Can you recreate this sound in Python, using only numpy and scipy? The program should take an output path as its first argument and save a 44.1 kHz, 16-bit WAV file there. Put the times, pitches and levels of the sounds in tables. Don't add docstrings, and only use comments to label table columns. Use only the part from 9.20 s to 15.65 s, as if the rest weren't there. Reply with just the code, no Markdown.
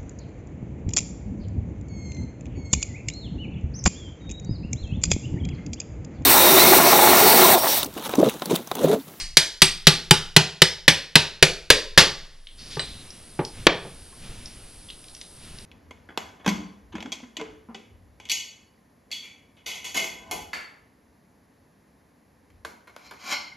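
import sys
import numpy as np
from scipy import signal
from scipy.fft import rfft, irfft, next_fast_len
from scipy.io import wavfile
from scipy.ndimage import map_coordinates

SR = 44100
rng = np.random.default_rng(int(sys.argv[2]) if len(sys.argv) > 2 else 0)


def dump(signal):
    limited = np.clip(np.atleast_2d(signal).T, -1, 1)
    pcm = np.round(limited * 32767).astype(np.int16)
    wavfile.write(sys.argv[1], SR, pcm)


N = 284483
T = np.arange(SR * 3 // 4) / SR

# f/Hz, relative level per Hz/dB
CRUNCH_SPECTRUM = [(30, -21), (100, -6), (240, -11), (430, -1), (750, -6.5), (1250, -7.5), (1800, -0.5),
                   (3400, 0.5), (5400, -1.5), (7000, -10.5), (9000, -16), (11300, -11.5), (12200, -39.5)]


def amp(db):
    return 10 ** (np.asarray(db) / 20)


def along(points, hz):
    f, value = np.transpose(points)
    return np.interp(np.log(hz + 1), np.log(f), value)


def filtered(x, response):
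    n = x.shape[-1]
    padded = next_fast_len(n + 8192)
    spectrum = rfft(x, padded) * response(np.fft.rfftfreq(padded, 1 / SR))
    return irfft(spectrum, padded)[..., :n]


def noise(response, size):
    x = filtered(rng.standard_normal(size), response)
    return x / x.std()


def fade(t60, t=T):
    return np.exp(-np.log(1000) * t / t60)


def add(track, s, sound):
    start = round(s * SR)
    part = sound[max(-start, 0):N - start]
    track[max(start, 0):][:len(part)] += part


def ring(modes, scatter_db, detune):
    hz, db, t60 = np.transpose(modes)[:, :, None]
    size, shift = rng.standard_normal((2, len(modes), 1))
    side = (-1) ** np.arange(len(modes))[:, None]
    strength = side * amp(db + scatter_db * size)
    swing = np.sin(2 * np.pi * hz * (1 + detune * shift) * T)
    return np.sum(strength * fade(t60) * swing, 0)


def contact(spectrum, tilt_db, t60):
    colour = lambda hz: amp(along(spectrum, hz) + tilt_db * np.log2(hz + 200))
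    return noise(colour, len(T)) * fade(t60)


def in_kitchen(x, wet_db, blur=0.045, build=0.014, late_db=-27, late_t60=0.57):
    # f/Hz, t60/s
    kitchen_decay = [(100, 0.25), (500, 0.27), (2200, 0.25), (5000, 0.28), (8000, 0.23), (12000, 0.21)]
    grid = np.fft.rfftfreq(len(T), 1 / SR)
    cumulative = np.cumsum(np.abs(rfft(x)) ** 2)
    energy_below = lambda hz: np.interp(hz, grid, cumulative)
    reach = 12 + blur * grid
    colour = np.sqrt(np.abs(energy_below(grid + reach) - energy_below(grid - reach)) / reach)
    diffuse = noise(lambda hz: np.interp(hz, grid, colour), len(T))
    hz, t, z = signal.stft(diffuse, SR, nperseg=256)
    early = fade(along(kitchen_decay, hz)[:, None], t)
    late = amp(late_db) * fade(late_t60, t)
    tail = signal.istft(z * (early + late), SR, nperseg=256)[1][:len(T)]
    tail *= 1 - np.exp(-(T / build) ** 2)
    return x + amp(wet_db) * tail * np.linalg.norm(x) / np.linalg.norm(tail)


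def background(hiss_db=-50):
    # f/Hz, relative level per Hz/dB
    hiss_spectrum = [(25, 5.5), (120, -1.5), (260, -4.5), (520, -8.5), (1100, -14), (2500, -18.5),
                     (4800, -10.5), (7200, -19), (8900, -5), (10000, -15.5), (11400, -15.5), (12300, -29.5),
                     (15500, -49.5)]
    # f/Hz, rms level ahead of the gain control/dB
    whine_lines = [(10632, -68), (10713, -56.5), (10794, -69), (10880, -66.5)]
    t = np.arange(N) / SR
    whine = np.zeros(N)
    for hz, db in whine_lines:
        whine += amp(db) * np.sqrt(2) * np.sin(2 * np.pi * (hz * t + rng.random()))
    return amp(hiss_db) * noise(lambda hz: amp(along(hiss_spectrum, hz)), N) + whine


def handling(lumps_db=3, lump_hz=160, dull_hz=10000):
    # f/Hz, relative level per Hz/dB
    rub_spectrum = [(25, 4), (140, -3.5), (350, -14), (900, -23.5), (3000, -18), (9000, -28)]
    # t at the strongest/s, relative level/dB
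    moves = [(3.42, -41.5), (3.64, -41.5), (4.378, -40.5), (5.051, -40.5), (6.25, -43)]
    reach_db_per_s, settle_db_per_s = 119, 20.5
    t = np.arange(N) / SR
    swells = []
    for s, db in moves:
        swells.append(db - np.maximum(reach_db_per_s * (s - t), settle_db_per_s * (t - s)))
    level_db = np.max(swells, axis=0)
    lumps = map_coordinates(rng.standard_normal(N // 1000 + 4), [np.arange(N) / 1000])
    rub = noise(lambda hz: amp(along(rub_spectrum, hz)) / (1 + (hz / dull_hz) ** 4), N)
    low = filtered(rub, lambda hz: 1 / (1 + (hz / lump_hz) ** 2))
    return amp(level_db) * (rub - low + amp(lumps_db * lumps) * low)


def gritty(centre_hz, sharpness, t60, grit_db=3.0, swell=0.022):
    def resonance(hz):
        return 1j * hz * centre_hz / (sharpness * (centre_hz ** 2 - hz ** 2) + 1j * hz * centre_hz)
    coarse = T[::40]
    grit = amp(grit_db * np.interp(T, coarse, rng.standard_normal(len(coarse))))
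    burst = noise(lambda hz: resonance(hz) * amp(along(CRUNCH_SPECTRUM, hz)), len(T)) * grit * fade(t60)
    burst *= 1 - np.exp(-T / (swell * t60))
    return in_kitchen(burst, wet_db=-6.0)


def scraping(t60=0.83):
    # t/s, relative level/dB, centre f/Hz, sharpness Q
    scrapes = [(3.374, -39.5, 4840, 3.2), (3.499, -38, 4400, 1.1), (3.6, -39, 3930, 11)]
    track = np.zeros(N)
    for s, db, centre_hz, sharpness in scrapes:
        add(track, s, amp(db) * gritty(centre_hz, sharpness, t60))
    return track


def snapping(count=5, scatter_db=3):
    # t/s, relative level/dB, centre f/Hz, sharpness Q
    snaps = [(3.27, -23.5, 3250, 3.9), (3.287, -30.5, 3200, 6), (3.904, -37.5, 5600, 16),
             (4.25, -25, 5500, 3.4), (4.926, -43, 1050, 22), (5.257, -28, 5330, 9.3),
             (5.686, -33, 3330, 22), (5.701, -27, 3500, 8.4), (5.949, -32, 5300, 2.8),
             (6.013, -27, 4280, 1), (6.385, -32, 4450, 1.8)]
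    snap_t60_s, t60_s_per_q = 0.019, 0.0011
    tear_s, tear_length_s = 5.8, 0.21
    fibre_db, fibre_hz, fibre_q = -41.5, 4400, 1.3
    track = np.zeros(N)
    for s, db, centre_hz, sharpness in snaps:
        t60 = snap_t60_s + t60_s_per_q * sharpness
        add(track, s, amp(db) * gritty(centre_hz, sharpness, t60))
    for k, (when, size, pitch) in enumerate(rng.uniform(-1, 1, (count, 3))):
        s = tear_s + tear_length_s * (k + .5 + when / 2) / count
        tick = gritty(fibre_hz * 2 ** (pitch / 2), fibre_q, snap_t60_s)
        add(track, s, amp(fibre_db + scatter_db * size) * tick)
    return track


def board(push):
    # f/Hz, relative level/dB, t60/s
    board_modes = [(79, -33.5, 0.32), (120, -25.5, 0.09), (156.1, -8, 0.098), (208, -20.5, 0.062),
                   (281.7, -27.5, 0.076), (378.3, -15, 0.1), (469, -18.5, 0.041), (848, -13.5, 0.1),
                   (937, -18.5, 0.12), (1184, -25, 0.23)]
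    return ring(board_modes, scatter_db=3.0, detune=0.005) * (1 - np.exp(-T / push))


def blade(bend_db, ring_db):
    # f/Hz, relative level/dB, t60/s
    blade_modes = [(1525, -15, 0.035), (1641, -11.5, 0.03), (1817, -6, 0.02), (2012, -11, 0.035),
                   (2005, -12, 0.033), (2414, -24.5, 0.2), (2676, -22.5, 0.028), (3012, -14, 0.06),
                   (3900, -31, 0.073), (3984, -9, 0.052), (4670, -12.5, 0.07), (7640, -26, .08),
                   (8150, -18, 0.23), (9180, -27.5, 0.093), (10840, -28.5, .12), (10350, -31.5, .16)]
    modes = []
    for hz, db, t60 in blade_modes:
        modes.append((hz, db + (bend_db if hz < 2300 else ring_db), t60))
    return ring(modes, scatter_db=4.0, detune=0.0018)


def laying_down():
    # t/s, knock level/dB, board level/dB, steel level/dB, dull above f/Hz, slap t60/s
    knocks = [(3.569, -24.5, 13, 12.5, 890, 0.038), (3.595, -23.5, -19, 6.5, 7200, 0.053),
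              (4.191, -16, 6, -25.5, 1190, 0.087), (4.468, 6.5, -5, -40, 4300, 0.035),
              (4.649, -31, 8, -12, 700, 0.15)]
    # f/Hz, relative level per Hz/dB
    slap_spectrum = [(40, -14.5), (150, -1.5), (270, 4), (450, 4), (680, 3.5), (850, -8.5), (1130, 2),
                     (1550, -2), (2300, 0), (3500, -2), (5000, -3.5), (7000, -13.5), (11000, -42),
                     (12300, -45.5)]
    track = np.zeros(N)
    for s, db, board_db, steel_db, dull_hz, t60 in knocks:
        soft = signal.butter(2, min(dull_hz, SR / 3), fs=SR)
        slap = signal.lfilter(*soft, contact(slap_spectrum, 0, t60) + blade(steel_db, steel_db))
        damped = board(push=0.00067) * fade(0.3)
        thump = signal.lfilter(*soft, amp(board_db) * damped)
        add(track, s, amp(db) * (in_kitchen(slap, wet_db=-7.5) + in_kitchen(thump, wet_db=-5.5)))
    return track


def shove(push_hz=55, t60=0.022):
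    return np.sin(2 * np.pi * push_hz * T) * fade(t60)


def sway(sway_hz=19, sway_db=-29, t60=0.84):
    def legs(hz):
        resonance = hz / (sway_hz ** 2 - hz ** 2 + 1j * hz * sway_hz / 4)
        return resonance / (1 + (hz / 120) ** 2)
    return amp(sway_db) * fade(t60) * noise(legs, len(T))


def hammering():
    # t/s, blow level/dB, board level/dB, table shove and sway level/dB, crunch t60/s
    blows = [(-.085, 28.5, -4, -4, 0.025), (.17, 23, -7.5, -32, 0.056), (.419, 21.5, 9.5, -7, 0.073),
             (.6696, 21.5, 10.5, -8.5, 0.082), (.9096, 30.5, 7.5, -8, 0.03), (1.1643, 32, 9, -20, 0.056),
             (1.419, 40.5, 4, -13.5, 0.035), (1.6797, 34, 6, -18, 0.1), (1.9551, 36, 8.5, -11, 0.064),
             (2.226, 37, 4.5, -8, 0.051), (2.5024, 38, -8, -6, 0.063), (2.7763, 31.5, 11, -3.5, .19)]
    wedging_blows = 2.2
    wedged_bend_db, loose_bend_db = 5, -19
    wedged_ring_db, loose_ring_db = -4, 7
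    wedged_tilt_db, loose_tilt_db = -1, 4
    break_bend_db = 5
    cushion = signal.butter(1, 415, fs=SR)
    track = np.zeros(N)
    for k, (s, db, board_db, table_db, t60) in enumerate(blows):
        loose = np.exp(-max(k - 1, 0) / wedging_blows)
        bend_db = wedged_bend_db + loose_bend_db * loose
        if k == len(blows) - 1:
            bend_db += break_bend_db
        ring_db = wedged_ring_db + loose_ring_db * loose
        tilt_db = wedged_tilt_db + loose_tilt_db * loose
        crunch = in_kitchen(contact(CRUNCH_SPECTRUM, tilt_db, t60), wet_db=-5.5)
        steel = in_kitchen(blade(bend_db, ring_db), wet_db=-12.5, blur=0.009)
        thump = in_kitchen(signal.lfilter(*cushion, board(push=0.014)), wet_db=-9.0)
        table = shove() + sway()
        add(track, s, amp(db) * (crunch + steel + amp(board_db) * thump + amp(table_db) * table))
    return track


def scene():
    mono = background() + handling() + scraping() + snapping() + laying_down() + hammering()
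    return np.array([mono, mono])


def gain_control(x, target_db=-4, release_db=50, attack=0.0081, start_db=27):
    power = signal.lfilter(np.ones(128) / 128, 1, x[0] ** 2)
    over_db = np.maximum(10 * np.log10(power + 1e-12) - target_db, 0)
    over_db[0] = start_db
    creep_db = release_db * np.arange(N) / SR
    held_db = np.maximum.accumulate(over_db + creep_db) - creep_db
    pole = np.exp(-1 / (attack * SR))
    cut_db = start_db + signal.lfilter([1 - pole], [1, -pole], held_db - start_db)
    return x * amp(-cut_db)


def record(dry, hardness=7, top=0.96, top_hz=15900):
    x = gain_control(dry)
    left, right = x / (1 + np.abs(x / top) ** hardness) ** (1 / hardness)
    pair = np.array([np.pad(left, (1, 0))[:N], right])
    return filtered(pair, lambda hz: 1 / (1 + (hz / top_hz) ** 120))


dry = scene()
out = record(dry)
dump(out)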